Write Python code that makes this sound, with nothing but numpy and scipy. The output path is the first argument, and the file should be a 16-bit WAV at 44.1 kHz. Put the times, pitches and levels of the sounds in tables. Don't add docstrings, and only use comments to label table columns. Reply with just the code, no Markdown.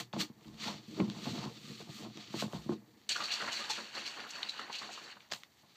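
import sys
import numpy as np
from scipy import signal
from scipy.fft import rfft, irfft
from scipy.io import wavfile

SR = 44100
rng = np.random.default_rng(int(sys.argv[2]) if len(sys.argv) > 2 else 0)


def waveform_to_disk(signal):
    frames = np.transpose(np.atleast_2d(signal))
    scaled = np.clip(frames, -1, 1) * 32767
    samples = np.round(scaled).astype(np.int16)
    wavfile.write(sys.argv[1], SR, samples)


def attenuation_scalar(level_db):
    decades = np.asarray(level_db, float) / 20
    return 10 ** decades


N = 254093
SPLIT_HZ = 4880

# pitch [hz], level [db], t60 [s]
BODY_MODES = [(120, -3.5, 0.31), (158.2, 7, 0.036), (215, 3, 0.097), (309.5, 3.5, 0.067), (374, -6.5, 0.11),
              (462, -4, 0.061)]
# pitch [hz], level [db], t60 [s]
WALL_MODES = [(637, -1, 0.042), (712, -0.5, 0.048), (879, 3.5, 0.033), (1060, 5.5, 0.018),
              (1240, 3.5, 0.0053), (1450, -7, 0.024)]
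# start [s], peak [db], pitch [hz], t60 [s]
AIR_POCKETS = [(3.153, -35.5, 1200, 0.049), (3.161, -26.5, 1450, 0.035), (3.201, -33, 1217, 0.14),
               (3.402, -27, 1384, 0.042), (3.418, -37, 1420, 0.043), (3.6, -40, 1240, 0.14),
               (3.698, -34, 870, 0.1), (3.78, -42, 1450, 0.04), (3.946, -44, 1530, 0.049),
               (3.973, -35.5, 1310, 0.045), (4.166, -45, 1060, 0.097), (4.197, -38, 1430, 0.031),
               (4.567, -32, 1240, 0.018), (4.592, -33, 1340, 0.036), (4.697, -30, 866, 0.044),
               (4.812, -40, 1160, 0.12), (4.84, -49, 1610, 0.064), (4.889, -38.5, 770, 0.073),
               (4.975, -39, 1174, 0.052), (5.168, -39.5, 1190, 0.025)]


def rms_one(x):
    return x / np.sqrt(np.mean(x ** 2) + 1e-20)


def band(x, hz, kind):
    return signal.sosfilt(signal.butter(4, hz, kind, fs=SR, output="sos"), x)


def halves(x, hz, gap=0.014):
    low_hz, high_hz = hz * (1 - gap), hz * (1 + gap)
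    low = band(band(x, low_hz, "low"), low_hz, "low")
    high = band(band(x, high_hz, "high"), high_hz, "high")
    return rms_one(low), rms_one(high)


def colour(x, points):
    size = 8192
    hz = np.maximum(np.arange(size // 2 + 1) * SR / size, 1)
    point_hz, point_db = np.transpose(points)
    cepstrum = irfft(np.log(attenuation_scalar(np.interp(np.log(hz), np.log(point_hz), point_db))))
    cepstrum[1:size // 2] *= 2
    cepstrum[size // 2 + 1:] = 0
    response = irfft(np.exp(rfft(cepstrum)))
    return rms_one(signal.fftconvolve(x, response)[:N])


def drift(rate):
    r = np.exp(-32 * np.pi * rate / SR)
    noise = rng.standard_normal(N // 16 + 3002)
    slow = signal.lfilter([1], [1, -2 * r, r * r], noise)[3000:]
    return np.interp(np.arange(N) / 16, np.arange(len(slow)), rms_one(slow))


def patchy(x, edges_hz, patch_db, rate):
    pairs = zip(edges_hz, edges_hz[1:])
    return rms_one(sum(attenuation_scalar(patch_db * drift(rate)) * band(x, pair, "band") for pair in pairs))


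def swells(rows, steeper):
    t = np.arange(0, N, 32) / SR
    s, rise, fall, *columns = np.transpose(rows)[:, :, None]
    before = (s - t) / np.maximum(rise, 1e-3)
    after = (t - s) / np.maximum(fall, 1e-3)
    away_db = -20 * np.maximum(before, after)
    gains = [np.sqrt(np.sum(attenuation_scalar(db + k * away_db) ** 2, axis=0)) for db, k in zip(columns, steeper)]
    return [np.interp(np.arange(N) / SR, t, gain) for gain in gains]


def ring(clicks, hz, t60):
    r, w = attenuation_scalar(-60 / (t60 * SR)), 2 * np.pi * hz / SR
    return signal.lfilter([0, np.sin(w)], [1, -2 * r * np.cos(w), r * r], clicks + 1e-18)


def grains(per_s, spread_db):
    where, size, sign = rng.random((3, N // 4))
    used = round(min(per_s * N / SR, N // 4))
    size_db = spread_db * np.minimum(-np.log(1 - size[:used]), 4.2)
    sizes = attenuation_scalar(size_db) * np.sign(sign[:used] - .5)
    return rms_one(np.bincount((where[:used] * N).astype(int), sizes, N))


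def struck(modes, per_s, spread_db):
    slips = [grains(per_s, spread_db) for _ in modes]

    def play(drive):
        return sum(attenuation_scalar(db) * ring(s * drive, hz, t60) for s, (hz, db, t60) in zip(slips, modes))

    unit = np.std(play(0.83))
    return lambda drive: play(drive) / unit


def bursts(events, main, side, width, peaky, rise_s):
    out = np.zeros(N)
    for s, db, hz, t60, side_db in events:
        i = round(s * SR)
        t = np.arange(round(np.clip(t60, .004, .3) * SR)) / SR
        shape = (1 - np.exp(-t / rise_s)) * attenuation_scalar(-60 * t / t60)
        piece = main[i:i + len(t)]
        peak = rms_one(signal.lfilter(*signal.iirpeak(hz, 1 / width, fs=SR), piece))
        noise = rms_one(piece + peaky * peak) + attenuation_scalar(side_db) * side[i:i + len(t)]
        out[i:i + len(t)] += attenuation_scalar(db - 5.5) * shape * noise
    return out


def room_hush():
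    # pitch [hz], density [db per hz]
    room = [(35, -20), (75, -2.5), (227, 1), (537, -9), (871, -5), (1530, -15.5), (1750, -7.5), (3930, -26),
            (4380, -13.5), (5140, -20), (7100, -20), (9550, -28.5), (14300, -19.5), (15500, -19.5)]
    return attenuation_scalar(-68.5) * colour(rng.standard_normal(N), room)


def rubbing(skin):
    # fastest [s], speed-up [s per 20 db], slow-down [s per 20 db], hiss [db], fine top [db]
    slides = [(0.0, .01, 0.04, -37.5, -57), (0.131, 0, 0.12, -48.5, -84), (0.21, 0.03, 0.0447, -34.5, -53),
              (0.45, 0.15, 0.6, -66, -84), (0.63, 0.0461, 0.14, -44.5, -67), (0.675, 0.1, 0.09, -40, -66.5),
              (0.785, 0.28, 0, -55, -85), (0.88, -0.03, .3, -60, -82), (1.0, 0.24, 0.1, -53.5, -75),
              (1.265, 0.25, 0.38, -46.5, -69.5), (1.455, .6, 0, -50, -77), (1.69, .5, 0.33, -54.5, -75),
              (1.83, 0.38, -0.08, -53.5, -75), (1.96, 0.12, 0.17, -49, -68.5),
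              (2.05, 0.37, -0.05, -54.5, -76.5), (2.21, 0.15, 0.22, -52.5, -81),
              (2.41, 0.1, 0.0643, -39, -59), (2.54, 0.12, 0.25, -54, -72.5), (2.735, 0.3, 0.03, -57.5, -80),
              (2.86, -2, 0.9, -73, -93), (2.97, -0.4, 0.5, -69, -90), (5.2, .01, 0.2, -63.5, -87.5),
              (5.33, 0.02, 0.1, -48, -63.5), (5.63, 0.4, 0, -69, -85), (5.76, 0.3, .1, -64.5, -88)]
    hiss, top = swells(slides, [1, 1.04])
    coarse, fine = halves(skin, 8430, gap=0)
    return attenuation_scalar(-0.75 + 1.9 * drift(27.4)) * hiss * coarse + attenuation_scalar(6.0) * top * fine


def squeezing():
    # most force [s], build-up [s per 20 db], release [s per 20 db], rumble [db], creak [db]
    grips = [(0.0, .01, .05, -36, -42.5), (0.132, -0.16, 0.29, -50, -47), (0.21, 0.08, 0.05, -36.5, -41),
             (0.5, .5, 1, -54, -63), (0.68, 0.16, 0.19, -41, -40.5), (1.0, 0.09, 0.14, -29, -41.5),
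             (1.08, 0.3, .12, -43, -58), (1.17, 0.3, 0.23, -45, -52.5), (1.27, 0.05, 0.11, -30.5, -47),
             (1.34, 0.04, 0.5, -41, -51), (1.46, 0.42, 0.12, -42, -44.5), (1.715, 0.12, 0.08, -41.5, -63),
             (1.82, 0.06, -0.14, -45.5, -48.5), (1.89, 0.07, 0.07, -43, -54), (2.06, 0.2, 0.08, -42, -49.5),
             (2.17, 0.04, 0.27, -46.5, -56), (2.345, 0.05, 0.14, -38, -48.5), (2.43, 0, 0.09, -36, -42.5),
             (2.56, 0.18, 0.14, -46, -46.5), (2.72, 0.09, 0.06, -32, -44), (2.8, 0, 1, -57, -70),
             (5.325, 0.05, 0.12, -57, -46.5), (5.634, -0.01, 0.05, -67, -56), (5.76, 0, .1, -76, -60)]
    rumble, creak = swells(grips, [1, 2.07])
    low = struck(BODY_MODES, 85, 4.1)(rumble * attenuation_scalar(-7.5))
    return low + struck(WALL_MODES, 500, 4.0)(creak * attenuation_scalar(-4.5))


def knocks():
    # start [s], peak [db], pitch [hz]
    thuds = [(0.007, -39, 155), (0.154, -35, 215), (0.171, -28.5, 220), (0.185, -37, 193),
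             (0.196, -29, 188), (0.22, -43, 139), (0.233, -42, 253), (0.298, -37.5, 231), (0.483, -41, 263),
             (0.66, -36, 236), (0.68, -32, 290), (0.698, -37, 193), (0.718, -40, 215), (0.739, -37, 269),
             (0.752, -38.5, 156), (0.897, -39.5, 204), (1.016, -19, 190), (1.05, -31, 204),
             (1.079, -29, 193), (1.1, -30, 209), (1.153, -41, 161), (1.166, -34, 204), (1.186, -42, 220),
             (1.228, -35, 231), (1.239, -40.5, 242), (1.285, -30, 156), (1.298, -33, 204),
             (1.312, -35, 145), (1.33, -28, 227), (1.342, -30.5, 242), (1.359, -38, 306), (1.403, -34, 177),
             (1.425, -40, 270), (1.439, -35, 209), (1.473, -33, 199), (1.5, -39, 145), (1.677, -41, 264),
             (1.697, -37, 194), (1.713, -35, 189), (1.822, -38.5, 322), (1.873, -41.5, 209),
             (1.89, -32, 165), (1.992, -39.5, 292), (2.009, -40, 183), (2.035, -38.5, 199),
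             (2.067, -41, 269), (2.082, -40.5, 199), (2.154, -42, 258), (2.361, -27, 158),
             (2.373, -30, 183), (2.405, -33, 145), (2.436, -25.5, 183), (2.459, -33, 199),
             (2.544, -27, 180), (2.559, -33, 161), (2.66, -32, 220), (2.726, -27, 340), (2.757, -38.5, 335),
             (5.16, -52, 215)]
    # start [s], peak [db], pitch [hz], snap [db], t60 [s]
    raps = [(0.135, -30, 205, -3, 0.06), (0.164, -29, 325, -7, 0.11), (0.974, -30, 320, -18, 0.2),
            (0.996, -21.5, 318, -17, 0.087), (1.001, -19.5, 359, -11, 0.087),
            (1.265, -23.5, 244, -14.5, 0.059), (1.256, -46, 400, 4.5, 0.02), (1.277, -32.5, 456, -22, 0.04),
            (1.271, -29, 231, -13, 0.12), (1.458, -32, 274, -18.5, 0.046), (2.1, -39, 700, -13, 0.04),
            (1.801, -36, 447, -11.5, 0.076), (1.812, -45, 650, -3, 0.03), (2.479, -41, 400, -6, 0.03),
            (2.553, -44.5, 900, -2, 0.03), (0.455, -40, 68, -40, 0.35), (0.52, -39, 66, -40, 0.34),
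            (2.57, -33, 66, -40, 0.28), (2.3, -37.5, 170, -19, 0.077), (2.34, -24, 340, -16.5, 0.048),
            (2.423, -27.5, 390, 2.5, 0.04), (2.532, -30.5, 374, -4, 0.041),
            (2.692, -21.5, 356, -15.5, 0.083), (2.705, -29.5, 172, -14, 0.16), (1.38, -32.5, 169, -13, 0.1),
            (5.3205, -44.5, 296, 6.5, 0.043), (5.335, -52, 300, -2, 0.044), (5.631, -49, 620, -12, 0.06)]
    thud_snap_db, thud_t60_s = -24.5, 0.045
    blows = raps + [(*row, thud_snap_db, thud_t60_s) for row in thuds]
    out, luck = np.zeros(N), rng.normal(0, 3.55, (len(blows), 12))
    pad = np.hanning(round(0.0023 * SR))
    for (s, db, hz, snap_db, t60), dice in zip(blows, luck):
        i = round((s + 0.00096) * SR)
        click = np.zeros(min(round(np.clip(t60, .05, .25) * SR), N - i))
        click[0] = 1
        push = np.convolve(click, pad / pad.sum())[:len(click)]
        sharp = np.convolve(click, np.hanning(20) / 8.9)[:len(click)]
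        low, snap = ring(push, hz, t60), 0
        for (f, d, t), v in zip(BODY_MODES, dice):
            low = low + attenuation_scalar(d - 17.0 + v) * ring(push, f, t60) * np.sign(v)
        for (f, d, t), v in zip(WALL_MODES, dice[6:]):
            snap = snap + attenuation_scalar(d - 8 + v) * ring(sharp, f, 0.86 * t)
        out[i:i + len(click)] += attenuation_scalar(db - 1.5) * (low + attenuation_scalar(snap_db) * snap)
    return out


def cap_ticks(skin):
    # start [s], peak [db], pitch [hz], t60 [s], brightness [db]
    ticks = [(0.1292, -33.5, 3850, 0.014, -19), (0.41, -53, 3530, 0.02, -16),
             (0.4457, -47.5, 3220, 0.036, -20.5), (0.4813, -45, 4540, 0.016, -6),
             (1.0003, -30.5, 2260, 0.035, -31), (1.0996, -32.5, 4570, 0.0091, -10),
             (1.2612, -33, 2680, 0.0093, -20), (2.1725, -32, 3504, 0.012, -4.5),
             (2.4235, -29, 1870, 0.0052, -19), (2.7806, -55, 4390, 0.018, -30),
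             (3.0922, -21, 4300, 0.01, -25), (4.4295, -26, 3800, 0.029, -41),
             (4.5945, -36, 1670, 0.015, -18), (1.815, -44, 4000, 0.0087, -10), (2.526, -39, 3400, 0.01, -2),
             (3.015, -58, 4400, 0.015, 0), (5.288, -56, 4600, 0.008, 3.5), (5.301, -46, 1500, 0.012, -20),
             (5.306, -45, 4600, 0.013, -7), (5.3135, -36, 1700, 0.014, -3), (5.3172, -28, 1300, 0.008, -18),
             (5.3214, -27, 1570, 0.011, -20), (5.3355, -30, 1300, 0.0092, -20),
             (5.342, -36, 1800, 0.01, -10), (5.347, -37, 4400, 0.025, -6), (5.2051, -41, 2580, 0.017, -21),
             (5.3171, -34, 4700, 0.012, 0), (5.3215, -19.5, 4760, 0.006, -2),
             (5.3353, -24, 4730, 0.0068, 1), (5.4345, -33, 2020, 0.008, -12)]
    return bursts(ticks, *halves(skin, SPLIT_HZ), width=.15, peaky=.7, rise_s=.0002)


def hands():
    # pitch [hz], density [db per hz]
    friction = [(710, -51.5), (1200, -1.5), (1460, -10), (1860, -5.5), (4530, 1), (5090, -7.5),
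                (5730, -7.5), (7330, -14.5), (9890, -40), (14500, -35.5), (15500, -39.5)]
    skin = colour(grains(9000, 1.6), friction)
    return rubbing(skin) + squeezing() + knocks() + cap_ticks(skin)


def slosh():
    # time [s], level [db]
    vigour = [(3.09, -43.5), (3.43, -41), (3.55, -46.5), (3.8, -48), (3.92, -54.5), (3.945, -45.5),
              (4.29, -52), (4.34, -45), (4.6, -49.5), (4.67, -85), (4.73, -43), (4.9, -50), (5.12, -52.5),
              (5.28, -88.5)]
    # strongest [s], settling [s per 20 db], spray [db], mist [db]
    throws = [
        (3.092, 0.19, -37.5, -45.5),
        (3.119, 0.02, -33, -44),
        (3.328, 0.1, -30, -43.5),
        (3.528, 0.26, -38.5, -47),
        (3.706, 0.13, -33.5, -44.5),
        (4.064, 0.15, -41.5, -52),
        (4.31, 0.02, -52, -50),
        (4.5, 0, -57, -64),
        (4.73, 0.08, -42, -60),
        (4.93, 0.18, -50, -57),
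    ]
    # strongest [s], settling [s per 20 db], gurgle [db], surge [db]
    returns = [(3.092, -0.5, -44, -60), (3.172, 0.3, -40, -61), (3.235, 0.1, -49, -53),
               (3.422, 0.28, -39, -50), (3.598, 0.3, -44, -56), (3.784, 0.15, -46, -49.5),
               (3.955, 0.5, -48, -55), (4.172, 0.22, -45, -56), (4.25, -0.07, -53, -54.5),
               (4.35, 0.5, -49.5, -59), (4.43, -6.5, -48, -67.5), (4.598, 0.21, -44.5, -56),
               (4.819, 0.27, -47.5, -53.5), (4.89, 0.1, -53.5, -68), (5.02, 0.27, -53, -60.5)]
    throw_rise_s, return_rise_s = 0.026, 0.043
    s, db = np.transpose(vigour)
    wash = attenuation_scalar(np.interp(np.arange(N) / SR, s, db, left=-200, right=-200))
    thrown, mist = swells([(s, throw_rise_s, *rest) for s, *rest in throws], [1, 1])
    gurgle, surge = swells([(s, return_rise_s, *rest) for s, *rest in returns], [1, 1.32])
    moving = wash > 1e-6

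    def both(*gains):
        return moving * np.sqrt(sum(g ** 2 for g in gains))

    spray = both(wash, gurgle * attenuation_scalar(-3))
    return (both(spray, thrown), both(spray * attenuation_scalar(-14), mist),
            both(wash * attenuation_scalar(-10.5), gurgle), both(wash * attenuation_scalar(-33), surge))


def slaps(drops, fine):
    # start [s], peak [db], pitch [hz], t60 [s]
    ends = [(3.09, -28.5, 3800, 0.035), (3.111, -28, 4160, 0.098), (3.1614, -34, 2500, 0.038),
            (3.236, -29.5, 4340, 0.13), (3.312, -27, 4500, 0.073), (3.518, -28.5, 2930, 0.15),
            (3.696, -28, 3450, 0.091), (3.95, -32, 4070, 0.059), (3.9844, -33.5, 2590, 0.074),
            (4.058, -32, 4560, 0.091), (4.425, -35, 4000, 0.036), (4.487, -27, 3900, 0.079),
            (4.726, -35, 3280, 0.034), (4.753, -29.5, 2560, 0.057), (4.785, -34, 4470, 0.1),
            (4.938, -38.5, 4450, 0.052), (5.037, -45, 4300, 0.14)]
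    # start [s], peak [db], pitch [hz], t60 [s], low part [db]
    dry_lid = [
        (3.0915, -28.5, 8200, 0.057, -14),
    ]
    bright_db = -17.5
    crisp = rms_one(band(drops, 2500, "high"))
    out = bursts([(*row, bright_db) for row in ends], crisp, fine, width=0.062, peaky=0.87, rise_s=0.0028)
    return out + bursts(dry_lid, fine, drops, width=0.12, peaky=5.5, rise_s=0.00037)


def bubbles(low_hz, high_hz, per_s, cycles, tilt_db):
    pitches = np.geomspace(low_hz, high_hz, 14)
    modes = [(hz, tilt_db * np.log2(hz / low_hz), cycles / hz) for hz in pitches]
    return struck(modes, per_s, 3.45)


def spraying(spray, mist, drops, fine):
    clumps = attenuation_scalar(2.0 * drift(16.4))
    fizz = bubbles(2200, 4700, 120, 30, 3.0)(spray * clumps * attenuation_scalar(-9.0))
    patches = patchy(drops, [1410, 2334, 3350, 3790, 5000], 2.0, 30)
    hiss = spray * clumps * attenuation_scalar(-5.5) * patches
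    return hiss + mist * attenuation_scalar(1.0 + 1.15 * drift(20)) * fine + fizz


def heavy_drops(drops, fine):
    # start [s], peak [db], pitch [hz]
    hits = [(3.12, -25, 3850), (3.1624, -26, 1460), (3.236, -31, 2250), (3.256, -25, 4300),
            (3.3176, -26, 4530), (3.3272, -24, 4420), (3.339, -27, 4560), (3.3528, -27, 4550),
            (3.4187, -28, 1230), (3.4359, -29, 4290), (3.5296, -26, 4010), (3.5401, -31, 2770),
            (3.5573, -32, 4260), (3.6946, -30.5, 2950), (3.7046, -24, 2770), (3.7119, -30.5, 4410),
            (3.7183, -31, 4410), (3.786, -33, 2720), (3.8428, -35, 4100), (3.883, -40, 1240),
            (3.9515, -32, 4130), (3.9606, -34, 4100), (3.9805, -30, 1940), (4.064, -32, 4430),
            (4.0704, -28, 4440), (4.0767, -34, 4570), (4.085, -34, 4560), (4.2026, -37, 1390),
            (4.2093, -42, 1200), (4.3057, -39, 5590), (4.3355, -38, 2900), (4.3524, -35, 2620),
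            (4.4304, -26, 4130), (4.4938, -27, 4090), (4.5015, -28, 4160), (4.5954, -32, 1310),
            (4.6124, -39, 1290), (4.6634, -45, 1730), (4.7275, -34, 3110), (4.751, -29, 2800),
            (4.784, -31.5, 2730), (4.7913, -31, 4170), (4.9785, -39, 4390), (4.9888, -41.5, 2890),
            (5.0374, -41, 3030), (5.0608, -39.5, 4310), (5.103, -45, 1500), (5.1131, -45, 4380)]
    t60_s, bright_db = 0.017, -14
    events = [(s, db - 3, hz, t60_s, bright_db) for s, db, hz in hits]
    return bursts(events, drops, fine, width=0.14, peaky=1.7, rise_s=0.00053)


def necks():
    out = np.zeros(N)
    for s, db, hz, t60 in AIR_POCKETS:
        i, t = round(s * SR), np.arange(round(1.3 * t60 * SR)) / SR
        shape = (1 - np.exp(-t / 0.0019)) * attenuation_scalar(-45 * t / t60)
        tone = np.sin(2 * np.pi * hz * t * (.96 + 0.085 * t / t60))
        out[i:i + len(t)] += attenuation_scalar(db - 8.5) * shape * tone
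    return out


def gurgling(gurgle, surge):
    middle, large = bubbles(702, 1972, 250, 20.0, 8.1), bubbles(215, 640, 100, 30, 4.3)
    low_db = -15.5
    events = [(*row, low_db) for row in AIR_POCKETS]
    gulps = bursts(events, middle(0.21), large(1.0), width=0.1, peaky=5.7, rise_s=0.00097)
    flow = middle(gurgle * attenuation_scalar(-4.0 + 2.47 * drift(9.7))) + large(surge * attenuation_scalar(-2.0))
    return gulps + necks() + flow


def bright_pricks(fine):
    # start [s], peak [db]
    pops = [
        (4.2748, -52),
        (4.2912, -52),
        (4.352, -62),
        (4.375, -59),
        (4.383, -59),
        (4.397, -60),
        (4.419, -58),
        (5.4341, -55),
    ]
    highest = halves(fine, 12200)[1]
    events = [(s, db, 13500, 0.012, -40) for s, db in pops]
    return bursts(events, highest, highest, width=.3, peaky=.1, rise_s=.0002)


def liquid():
    # pitch [hz], density [db per hz]
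    spectrum = [(1000, -19), (1700, -7.5), (2180, -14.5), (2830, 1.5), (3400, -8.5), (4490, 2), (5060, -8),
                (5550, -10), (7400, -15), (8340, -23.5), (9490, -36), (12900, -34), (14700, -38),
                (15500, -49)]
    spray, mist, gurgle, surge = slosh()
    drops, fine = halves(colour(grains(7000, 1.0), spectrum), SPLIT_HZ)
    splashes = slaps(drops, fine) + heavy_drops(drops, fine) + bright_pricks(fine)
    return splashes + spraying(spray, mist, drops, fine) + gurgling(gurgle, surge)


def walls(x):
    t60_s = 0.088
    t = np.arange(SR // 2) / SR
    tail = rng.standard_normal(len(t)) * attenuation_scalar(-60 * t / t60_s) * (t > .006)
    return signal.fftconvolve(x, tail / np.sqrt(np.sum(tail ** 2)))[:N]


def scene():
    hush = room_hush()
    grip = hands()
    cup = band(grip + liquid(), 120, "high") + attenuation_scalar(-20) * grip
    return (cup + attenuation_scalar(-11.5) * walls(cup) + hush)[None]


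def roll_off(x):
    return signal.sosfilt(signal.butter(12, 15800, fs=SR, output="sos"), x)


def record(dry):
    dip_hz, dip_wide_hz, dip_depth = 5050, 170, .85
    dip = signal.lfilter(*signal.iirpeak(dip_hz, dip_hz / dip_wide_hz, fs=SR), dry)
    x = signal.sosfilt(signal.butter(3, 48, "high", fs=SR, output="sos"), dry - dip_depth * dip)
    x = signal.sosfilt(signal.ellip(10, .5, 60, 15330, fs=SR, output="sos"), x)
    return roll_off(x)


dry = scene()
out = record(dry)
waveform_to_disk(out)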